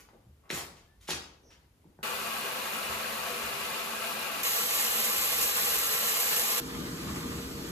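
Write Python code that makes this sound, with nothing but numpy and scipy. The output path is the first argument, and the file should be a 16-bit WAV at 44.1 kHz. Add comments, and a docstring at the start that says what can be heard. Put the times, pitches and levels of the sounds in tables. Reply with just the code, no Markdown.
"""A tiled bathroom, then a shower, then a kitchen, each place giving way abruptly to the next.
First two rattling knocks with short scuffs ring in the room among soft footfalls and faint chirps.
Then a shower runs: first a wash of blurred drops heard from outside the stall, with soft thuds,
then close under the spray, where single drops tick, bubbles ring and heavier splats burst.
Last comes a kitchen: an appliance drones and hums while things are bumped and crinkled."""
import sys
import numpy as np
from scipy import signal
from scipy.fft import rfft, irfft, next_fast_len
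from scipy.io import wavfile
from scipy.ndimage import uniform_filter1d

SR = 44100
rng = np.random.default_rng(int(sys.argv[2]) if len(sys.argv) > 2 else 0)


def wrap_up_sound(samples):
    """Save the sound to the file named by the first command line argument, as 16-bit audio."""
    columns = np.atleast_2d(samples).T
    # keep every value between -1 and 1, then stretch to whole-number steps
    tamed = np.clip(columns, -1, 1)
    steps = np.round(tamed * 32767).astype(np.int16)
    wavfile.write(sys.argv[1], SR, steps)


N = 340329
TIME = np.arange(N) / SR
SIZE = next_fast_len(N, True)
HZ = np.fft.rfftfreq(SIZE, 1 / SR)

FAR_S, NEAR_S, KITCHEN_S = 2.029, 4.431, 6.602  # starts of the far shower, near shower and kitchen


def gain_of(db):
    """Turns decibels into a factor for the amplitude."""
    return 10 ** (np.asarray(db) / 20)


def evened(x):
    """Scales a signal to an average strength (rms) of 1."""
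    return x / np.sqrt(np.mean(x ** 2) + 1e-20)


def read(points, hz):
    """Reads each column of a table at any frequency, joining the points on a log-frequency axis."""
    f, *columns = np.transpose(points)
    return [np.interp(np.log(hz + 1), np.log(f + 1), c) for c in columns]


def add(mix, s, sound):
    """Adds a sound to the mix from time s on, cut off at the end of the mix."""
    part = mix[..., max(round(s * SR), 0):][..., :sound.shape[-1]]
    part += sound[..., :part.shape[-1]]


def rise_and_fall(start, end, ramp):
    """A straight rise from 0 to 1, a hold and a fall back to 0; all in seconds."""
    return np.clip(np.minimum(TIME - start, end - TIME) / ramp, 0, 1)


def between(start, end):
    """1 between two times and 0 outside, with edges of 1 ms."""
    return rise_and_fall(start, end, ramp=.001)


def wander(rate_hz):
    """A random drift of rms 1, mostly slower than the given rate."""
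    noise = rfft(rng.standard_normal(SIZE))
    return evened(irfft(noise / (1 + (HZ / rate_hz) ** 2))[:N])


def below(x, hz):
    """The part of a sound under a frequency."""
    return signal.sosfiltfilt(signal.butter(2, hz, fs=SR, output="sos"), x)


def coloured(x, spectrum, rings=(), ripple_db=0):
    """Gives x a broad spectrum, standing waves and a fine ripple of many weaker room modes; rms 1."""
    ring_db = sum(g / (1 + (2 * (HZ - f) / w) ** 2) for f, w, g in rings)
    ripple = np.tanh(evened(uniform_filter1d(rng.standard_normal(len(HZ)), size=90)))
    ripple = ripple / (1 + (ring_db / 4) ** 2)  # weaker where a standing wave stands out
    ripple = ripple * HZ / (HZ + 900) / (1 + (HZ / 8000) ** 2)  # modes blur in the treble
    db = read(spectrum, HZ)[0] + ring_db + ripple_db * ripple
    return evened(irfft(rfft(x, SIZE) * gain_of(db))[:, :N])


def patchy(x, depth_db, width_hz, length_s):
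    """Lets narrow parts of the spectrum swell and sink on their own, so that the colour keeps shifting."""
    hz, t, z = signal.stft(x, SR, nperseg=512)
    across = np.fft.fftfreq(len(hz), hz[1])[:, None]
    along = np.fft.rfftfreq(len(t), t[1])
    smooth = np.exp(-(across * width_hz) ** 2 - (along * length_s) ** 2)
    shape = z.shape[-2:]
    patches = evened(np.fft.irfft2(np.fft.rfft2(rng.standard_normal(shape)) * smooth, shape))
    shifted = z * evened(gain_of(depth_db * patches))
    return signal.istft(shifted, SR, nperseg=512)[1][..., :x.shape[-1]]


def impacts(per_s, spread_db):
    """Random clicks on either side, such as single drops: many small, a few large; rms 1."""
    size = gain_of(spread_db * np.minimum(rng.exponential(1, (2, N)), 5))
    hit = rng.random((2, N)) < per_s / SR
    return evened(size * rng.choice([-1, 1], (2, N)) * hit)


def plinks(per_s, cycles, spread_db, count=160):
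    """Drops that land in standing water ring tiny bubbles, at many pitches that each rise a little."""
    out = np.zeros((2, N))
    for hz in np.linspace(600, 15000, count):
        turns = hz * TIME[:int(5 * cycles * SR / hz)]
        bubble = np.sin(2 * np.pi * turns * (1 + 0.019 * turns / cycles)) * np.exp(-turns / cycles)
        bubble *= np.sqrt(hz)  # short high bubbles carry as much energy as long low ones
        for when, side, size in rng.random((int(per_s * N / SR / count), 3)):
            loudness = gain_of(-spread_db * np.log(size + 0.058))
            add(out[int(side * 2)], when * N / SR, bubble * loudness)
    return evened(out)


# how long echoes last in the tiled room: (frequency [Hz], time to fall by 60 dB [s])
TILES = [(100, 0.67), (260, 0.49), (700, 0.66), (1840, 0.47), (4850, 0.47), (12000, 0.32)]


def room(x, direct_db, wet_db):
    """Direct sound plus dense reflections off the tiles, each band dying at its own speed."""
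    taps = rng.standard_normal((2, SR)) * (rng.random((2, SR)) < .15)
    hz, t, z = signal.stft(taps, SR, nperseg=256)
    fading = gain_of(-60 * t / read(TILES, hz)[0][:, None])
    tail = signal.istft(z * fading, SR, nperseg=256)[1]
    tail[:, :SR // 300] = 0  # the nearest wall answers after 3 ms
    tail /= np.linalg.norm(tail, axis=1, keepdims=True)
    echoes = signal.fftconvolve(x[None], tail, axes=1)[:, :N]
    return gain_of(direct_db) * x + gain_of(wet_db) * echoes


# broad colour of the close shower: (frequency [Hz], relative level [dB])
NEAR_COLOUR = [(60, -11.5), (130, -19.0), (330, -17.9), (460, -15.0), (900, -11.5), (1200, -7.6),
               (2000, -5.5), (2700, -1.7), (3600, -4.3), (6000, -4.3), (10000, -3.3), (12500, 0.0),
               (14300, -1.5), (15500, -5.0)]
# standing waves in the stall: (frequency [Hz], width [Hz], rise over the broad colour [dB])
NEAR_RINGS = [(157, 30, 12.2), (221.6, 32, 14.5), (322, 15, 7.7), (368, 82, 7.6), (440, 31, 9.9),
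              (483, 37, 10.5), (518, 106, 8), (569, 20, 7.5), (671, 65, 11.6), (830, 130, 11.3),
              (1037, 54, 10.6), (1140, 79, 10), (1200, 85, 4), (1347, 10, 17.5), (1510, 95, 2.6),
              (1640, 38, 6.9), (1750, 70, 3.5), (1890, 78, 3.4), (2010, 28, 2.2), (2140, 32, 5.9),
              (2470, 92, 3.1), (2864, 35, 6.9), (3050, 50, 3.1), (4100, 150, 3.8), (6800, 610, 0.71)]
# drumming on feet and tiles, fine spray, and how far the spray sways (rms)
DRUMMING_DB, SPRAY_DB, SWAY_DB = -27, -27, 0.56


def near_shower():
    """Under the spray, single drops tick over the hiss and the jets land in uneven clumps."""
    patter = impacts(per_s=2500, spread_db=1.0) * gain_of(-9.0) + rng.standard_normal((2, N))
    patter += gain_of(-6) * plinks(per_s=2400, cycles=15, spread_db=1.4)
    patter += gain_of(-16) * impacts(per_s=220, spread_db=1.2)
    patter *= gain_of(.6 * wander(rate_hz=35))
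    patter = patchy(patter, depth_db=1.4, width_hz=160, length_s=.04)
    wash = coloured(patter, NEAR_COLOUR, NEAR_RINGS, ripple_db=6.0)
    body = below(wash, 7300)
    drumming = gain_of(DRUMMING_DB) * (body - below(body, 52))
    spray = gain_of(SPRAY_DB + SWAY_DB * wander(rate_hz=13.0)) * (wash - body)
    return drumming + spray


# heavier splats on feet and tiles:
# (time [s], level of the droplets before their rise and decay [dB], level of the first tick [dB])
SPLATS = [(4.567, -39, -30), (4.808, -27, -29), (5.039, -25.5, -25), (5.166, -31, -21), (5.362, -32, -28),
          (5.410, -28, -28), (5.424, -26, -18.5), (5.496, -37, -24), (5.564, -28, -20), (6.198, -26, -22),
          (6.361, -27, -26), (6.397, -36, -12), (6.505, -31, -17)]
# broad colour of a splat: (frequency [Hz], relative level [dB])
SPLAT_COLOUR = [(100, -19), (500, -4), (2500, 1.5), (7000, 5), (12500, 8), (15500, 1)]


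def splats():
    """Gathered water falls off the body, lands with a tick and bursts into droplets."""
    burst, t = np.zeros(N), TIME[:SR // 5]
    for s, db, tick_db in SPLATS:
        droplets = gain_of(db) * (1 - np.exp(-t / 0.0014)) * np.exp(-t / 0.023)
        tick = gain_of(tick_db) * np.exp(-t / 0.00025)
        add(burst, s, droplets + tick)
    return burst * coloured(rng.standard_normal((2, N)), SPLAT_COLOUR)


# broad colour of the shower from outside: (frequency [Hz], relative level [dB])
FAR_COLOUR = [(65, -8.0), (110, -17.5), (330, -12.7), (450, -10.5), (1200, -1.4), (2100, -2.4),
              (2700, -0.8), (3300, -4.3), (4500, -4.6), (5100, -9.3), (7000, -9.3), (11000, -9.4),
              (13000, -6.5), (15500, -14.2)]
# standing waves of the bathroom: (frequency [Hz], width [Hz], rise over the broad colour [dB])
FAR_RINGS = [(138, 70, 9), (218.4, 56, 17), (285, 10, 8.5), (399, 74, 13), (482.6, 19, 11), (514, 37, 11.5),
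             (558, 27, 10), (671.4, 70, 12), (793, 38, 4.5), (851, 30, 6), (894, 27, 7.5), (995, 20, 7.5),
             (1098, 35, 10.5), (1160, 32, 9), (1184, 24, 3.5), (1308, 44, 10.5), (1420, 22, 4.5),
             (1535, 50, 4.5), (1630, 36, 7.5), (2450, 19, 13), (2630, 90, 3), (2880, 72, 6)]
FAR_DB, FAR_FADE_DB_PER_S = -34, 0.03  # level at the start, and a very slight fade


def far_shower():
    """From outside the stall the drops blur into a wash that rings in the room."""
    patter = impacts(per_s=4000, spread_db=0.0) * gain_of(-6.0) + rng.standard_normal((2, N))
    patter += gain_of(-5) * plinks(per_s=2600, cycles=16, spread_db=1.1)
    patter = patchy(patter, depth_db=.6, width_hz=160, length_s=.08)
    patter = patter * gain_of(0.29 * wander(rate_hz=17.0))
    wash = coloured(patter, FAR_COLOUR, FAR_RINGS, ripple_db=4.5)
    return gain_of(FAR_DB - FAR_FADE_DB_PER_S * (TIME - FAR_S)) * (wash - below(wash, 54))


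# knocks and their bounces, before filtering and echo:
# (time [s], level [dB], lowest pitch the blow excites [Hz], highest pitch [Hz])
KNOCKS = [(0.088, -45, 597, 1520), (0.5032, -23, 1600, 4500), (0.5035, -24, 226, 647),
          (0.508, -30, 1680, 6000), (0.528, -24.5, 148, 520), (0.716, -41.5, 130, 450),
          (1.0892, -23.5, 198, 1170), (1.113, -25.5, 170, 560), (1.132, -26, 1080, 1450),
          (1.255, -43, 130, 300), (1.843, -52, 500, 980), (1.853, -39, 150, 330), (1.99, -39, 110, 850)]
# what a knock rings with: (frequency [Hz], relative level [dB], time to fall by 60 dB [s])
KNOCK_MODES = [(189, -13, 0.043), (390, -10, 0.013), (550, -11.5, 0.011), (930, -6.5, 0.016),
               (1380, -0.5, 0.0041), (2030, 8, 0.004), (2900, -12, 0.0034)]


def knocks():
    """Each blow rings its own range of the same heavily damped modes; the room draws them out."""
    out, t = np.zeros(N), TIME[:SR // 5]
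    ring = sum(gain_of(db - 60 * t / t60) * np.sin(2 * np.pi * hz * t) for hz, db, t60 in KNOCK_MODES)
    for s, db, low_hz, high_hz in KNOCKS:
        blow = signal.butter(3, [low_hz, high_hz], "band", fs=SR, output="sos")
        add(out, s, gain_of(db) * signal.sosfilt(blow, ring))
    return room(out, direct_db=-2, wet_db=-1.5)


# scuffs, squeaks and swishes of cloth, before the echo; a start below 0 is already under way:
# (start [s], level [dB], time to the strongest point [s], centre of the band [Hz], width [octaves])
SCUFFS = [(-0.03, -45, 0.019, 1990, 4.3), (0.087, -56.5, 0.0048, 1090, 1.5),
          (0.118, -59.5, 0.022, 380, 0.91), (0.42, -68, 0.051, 1140, 0.045), (0.42, -63.5, 0.047, 800, 1.1),
          (0.491, -46, 0.0081, 2500, 1.2), (0.5, -32.5, 0.01, 2570, 1.66), (0.514, -36.5, 0.044, 5000, 6),
          (0.525, -41, 0.017, 7660, 0.21), (0.75, -60, 0.025, 3050, 1.2), (0.996, -58.5, 0.039, 4200, 1.6),
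          (1.072, -38.5, 0.015, 3180, 1.4), (1.084, -32, 0.022, 3460, 1.26), (1.38, -66, 0.051, 400, 0.68),
          (1.494, -57.5, 0.022, 2000, 1.4), (1.825, -60.5, 0.034, 258, 0.68),
          (1.986, -55, 0.0044, 1500, 0.21)]
SLIPS_PER_S, SMOOTH_RUB_DB = 1500, -17  # tiny slips, and the smooth friction relative to them


def scuffs():
    """Short rubs: a swell of tiny slips and friction noise in one band, with a shifting colour."""
    out, t = np.zeros(N), TIME[:SR // 2]
    f = np.fft.rfftfreq(len(t), 1 / SR)
    for s, db, rise, hz, octaves in SCUFFS:
        band = np.exp(-.5 * (np.log2((f + 1) / hz) / octaves) ** 2)
        band = band / np.sqrt(1 + f / hz)  # leans towards the lower side
        slipping = rng.random(len(t)) < SLIPS_PER_S / SR
        grain = rng.standard_normal(len(t)) * (gain_of(SMOOTH_RUB_DB) + slipping)
        rub = evened(irfft(rfft(grain) * band))
        stroke = (t - min(s, 0)) / rise
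        add(out, s, rub * gain_of(db) * stroke * np.exp((1 - stroke ** 2) / 2))
    wet = room(out, direct_db=-4.5, wet_db=-1.0)
    return patchy(wet, depth_db=1.4, width_hz=450, length_s=.04)


# loudness curve of the drone, before a fixed lift of 2.5 dB: (time [s], level [dB])
DRONE = [(6.62, -43.5), (6.76, -41), (6.92, -42.3), (7.098, -40), (7.26, -40.5), (7.39, -41), (7.55, -43),
         (7.7, -41)]
# broad colour of the kitchen: (frequency [Hz], relative level [dB])
KITCHEN_COLOUR = [(25, -18.3), (55, -7.9), (100, -8.9), (250, 0.0), (450, -13.2), (700, -14.6),
                  (1250, -14.7), (2000, -17.7), (4500, -18.3), (7000, -21.6), (12000, -23.2),
                  (14700, -24.2), (15500, -27.9)]
# standing waves of the kitchen: (frequency [Hz], width [Hz], rise over the broad colour [dB])
KITCHEN_RINGS = [(66.6, 43, 10.2), (159, 90, 6.8), (246, 36, 2), (344, 60, 6.8), (412, 38, 9.5),
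                 (473, 44, 4.3), (586, 29, 4.9), (830, 65, 2.4), (1060, 88, 5), (1208, 64, 5.5),
                 (1340, 52, 3.6)]
# the rustle: its base level, its share of the drone's rise and fall, and its fade
RUSTLE_DB, RUSTLE_FOLLOWS, RUSTLE_FADE_DB_PER_S = -35, 1, 2


def kitchen():
    """An appliance drones in the room's low modes; a soft rustle follows it under a thin hiss."""
    air = coloured(rng.standard_normal((2, N)), KITCHEN_COLOUR, KITCHEN_RINGS, ripple_db=6.0)
    air = patchy(air, depth_db=1.5, width_hz=250, length_s=.06)
    low, body = below(air, 800), below(air, 4100)
    drone_db = np.interp(TIME, *np.transpose(DRONE))
    rise_db = drone_db - drone_db[TIME > KITCHEN_S].mean()
    fade_db = RUSTLE_FADE_DB_PER_S * np.maximum(TIME - KITCHEN_S, 0)
    rustle_db = RUSTLE_DB + RUSTLE_FOLLOWS * rise_db - fade_db
    rustle = gain_of(rustle_db + 0.58 * wander(rate_hz=38)) * (body - low)
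    hiss = gain_of(-36.5 + 0.28 * rise_db + 0.22 * wander(rate_hz=3.5)) * (air - body)
    return gain_of(drone_db + 2.5) * low + rustle + hiss


# steady tones of the appliance: (frequency [Hz], level before the flutter [dB])
HUM = [(263.8, -50), (317.6, -53), (468.3, -52.5), (1200, -64)]
HUM_WAVER_HZ, HUM_FLUTTER_DB = 4, 2  # how far pitch and level stray (rms)


def hum():
    """The appliance's motor holds a few steady, slightly wavering tones."""
    out = np.zeros(N)
    for hz, db in HUM:
        turns = np.cumsum(hz + HUM_WAVER_HZ * wander(rate_hz=21.4)) / SR
        out += gain_of(db + HUM_FLUTTER_DB * wander(rate_hz=4.5)) * evened(np.sin(2 * np.pi * turns))
    return out


# bumps at the counter: (start [s], level at the strongest point [dB], time to that point [s])
BUMPS = [(7.06, -41, 0.03), (7.376, -40.5, 0.011)]
# broad colour of a bump: (frequency [Hz], relative level [dB])
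BUMP_COLOUR = [(30, -25), (80, -6), (150, 2), (220, -2), (400, -20), (1200, -20), (3000, -28), (10000, -60)]


def bumps():
    """Soft, dull bumps of things handled at the counter: low noise that swells and dies away."""
    push, t = np.zeros(N), TIME[:SR // 3]
    for s, db, rise in BUMPS:
        add(push, s, gain_of(db) * t / rise * np.exp(1 - t / rise))
    return push * coloured(rng.standard_normal((1, N)), BUMP_COLOUR)


# broad colour of the crinkle: (frequency [Hz], relative level [dB])
CRINKLE_COLOUR = [(300, -20), (700, 0), (1150, 5), (2200, 1), (4000, -10), (7500, -4), (14000, -14)]
CRINKLE_DB, CRINKLE_CLUMP_DB = -49, 3  # level while held, and how much it clumps (rms)


def crinkle():
    """Fine, clumped crackle of something handled at the counter; it swells once and dies away."""
    effort = rise_and_fall(start=6.93, end=7.52, ramp=0.19)
    grains = coloured(impacts(per_s=2500, spread_db=1.5), CRINKLE_COLOUR)
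    return gain_of(CRINKLE_DB + CRINKLE_CLUMP_DB * wander(rate_hz=22)) * effort * grains


# thuds through the floor, from footfalls and knocks:
# (time [s], level before the soft onset [dB], pitch [Hz], time to fall by 60 dB [s])
STEPS = [(0.257, -46, 111, 0.18), (0.292, -46.5, 75.4, 0.25), (0.531, -46.5, 83.2, 0.64),
         (0.965, -50.5, 55.5, 0.44), (1.125, -43, 77, 0.43), (1.86, -53, 74, 0.16), (2.13, -53, 69.4, 0.36),
         (2.884, -43.5, 73, 0.38), (3.149, -53, 70.6, 0.63), (3.42, -45, 66, 0.32)]


def steps():
    """A heel or a blow pushes the floor, which booms briefly at two pitches."""
    out, t = np.zeros(N), TIME[:SR // 2]
    for s, db, hz, t60 in STEPS:
        boom = np.sin(2 * np.pi * hz * t) + 0.45 * np.sin(2 * np.pi * hz * 1.7 * t)
        add(out, s, gain_of(db - 60 * t / t60) * (1 - np.exp(-t / 0.0096)) * boom)
    return out


# faint chirps, before the echo:
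# (start [s], length [s], level [dB], first pitch [Hz], last pitch [Hz], buzz of the pitch, rms [Hz])
CHIRPS = [(0.873, 0.093, -70.5, 1720, 1786, 12), (1.43, 0.145, -64.5, 6000, 5480, 300)]


def chirps():
    """Two faint birdlike chirps: a nearly pure rising note and a buzzy falling one."""
    out = np.zeros(N)
    for s, length, db, start_hz, end_hz, buzz_hz in CHIRPS:
        u = np.arange(0, length, 1 / SR) / length  # 0 to 1 along the chirp
        hz = start_hz + (end_hz - start_hz) * u + buzz_hz * wander(rate_hz=550)[:len(u)]
        add(out, s, gain_of(db) * np.sqrt(np.sin(np.pi * u)) * np.sin(2 * np.pi * np.cumsum(hz) / SR))
    return room(out, direct_db=0, wet_db=-10)


# broad colour of the rumble: (frequency [Hz], relative level [dB])
RUMBLE_COLOUR = [(22, -30), (40, -2), (60, 18), (85, -8), (130, -15), (300, -45), (1000, -90)]
# level at the start of the far shower, its fade there, and the level close in
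RUMBLE_FAR_DB, RUMBLE_FADE_DB_PER_S, RUMBLE_NEAR_DB = -72, 10, -68.5


def rumble():
    """A deep, uneven rumble that comes with the running water and swells once close in."""
    far = gain_of(RUMBLE_FAR_DB - RUMBLE_FADE_DB_PER_S * (TIME - FAR_S)) * between(FAR_S, NEAR_S)
    swell_db = 7.8 * rise_and_fall(start=5.1, end=5.92, ramp=.1)
    near = gain_of(RUMBLE_NEAR_DB + swell_db) * between(NEAR_S, KITCHEN_S)
    noise = coloured(rng.standard_normal((1, N)), RUMBLE_COLOUR)
    return (far + near) * gain_of(.8 * wander(rate_hz=6)) * noise


# broad colour of the empty room: (frequency [Hz], relative level [dB])
QUIET_COLOUR = [(22, -11), (66, 0.5), (130, -8.5), (300, -14.5), (700, -22.5), (2000, -28), (6000, -33.5),
                (15500, -33.5)]


def quiet():
    """The faint rumble and hiss of the empty room: coloured noise with a slightly drifting level."""
    air = coloured(rng.standard_normal((2, N)), QUIET_COLOUR)
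    return gain_of(-64.0 + 0.38 * wander(rate_hz=2.1)) * air


def ports(x, table, lean):
    """Two unrelated sounds become the signals of two nearby microphone ports."""
    same, lead = read(table, HZ)
    half = gain_of(read(lean, HZ)[0] / 2)
    a, b = rfft(x, SIZE)
    right = (same * a + np.sqrt(1 - same ** 2) * b) * np.exp(1j * lead)
    return irfft(np.array([a * half, right / half]))[:, :N]


# the two microphone ports, in the open room and close in:
# (frequency [Hz], likeness of the ports [0-1], lead of the right port [radians])
ROOM_PORTS = [(100, .96, 0), (300, .9, -.1), (800, .35, -1), (2000, .12, -1), (5000, .1, -1),
              (7000, .2, .2), (8600, .6, 3.1), (10100, .78, 6.3), (11700, .94, 9.4), (13300, .85, 12.6),
              (14900, .92, 15.7)]
CLOSE_PORTS = [(100, .94, 0), (280, .9, .1), (470, .65, .6), (700, .45, 2), (1500, .15, 1.5),
               (2600, .5, 2.6), (4000, .25, 2.8), (5100, .62, 3.1), (6200, .45, 1), (7200, .8, 0),
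               (9700, .98, -3.1), (12200, .85, -6.3), (14800, .95, -9.4)]
# the left port mostly hears more of the middle range: (frequency [Hz], left minus right [dB])
ROOM_LEAN = [(150, 0), (400, 1.5), (850, 4), (1600, 2), (4000, 2), (6500, 0)]
CLOSE_LEAN = [(180, 0), (320, 2), (470, 5.5), (700, -.5), (1200, -.7), (2500, 0)]


def scene():
    """Bathroom and far shower in the open room, then near shower and kitchen heard close in."""
    before = (quiet() + knocks() + scuffs() + chirps()) * between(-1, FAR_S)
    wide = before + far_shower() * between(FAR_S, NEAR_S)
    spray = (near_shower() + splats()) * between(NEAR_S, KITCHEN_S)
    in_kitchen = between(KITCHEN_S, 10)
    close = spray + kitchen() * in_kitchen + crinkle()
    bass = steps() + rumble() + bumps() + hum() * in_kitchen  # long waves reach both ports alike
    return ports(wide, ROOM_PORTS, ROOM_LEAN) + ports(close, CLOSE_PORTS, CLOSE_LEAN) + bass


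def record(dry):
    """The microphone cuts the bass under 32 Hz and the recorder the treble over 14400 Hz."""
    lean = signal.sosfilt(signal.butter(4, 32, "high", fs=SR, output="sos"), dry)
    treble_cut = signal.firwin(511, 14400, window=("kaiser", 9), fs=SR)
    return signal.oaconvolve(lean, treble_cut[None], "same")


dry = scene()
out = record(dry)
wrap_up_sound(out)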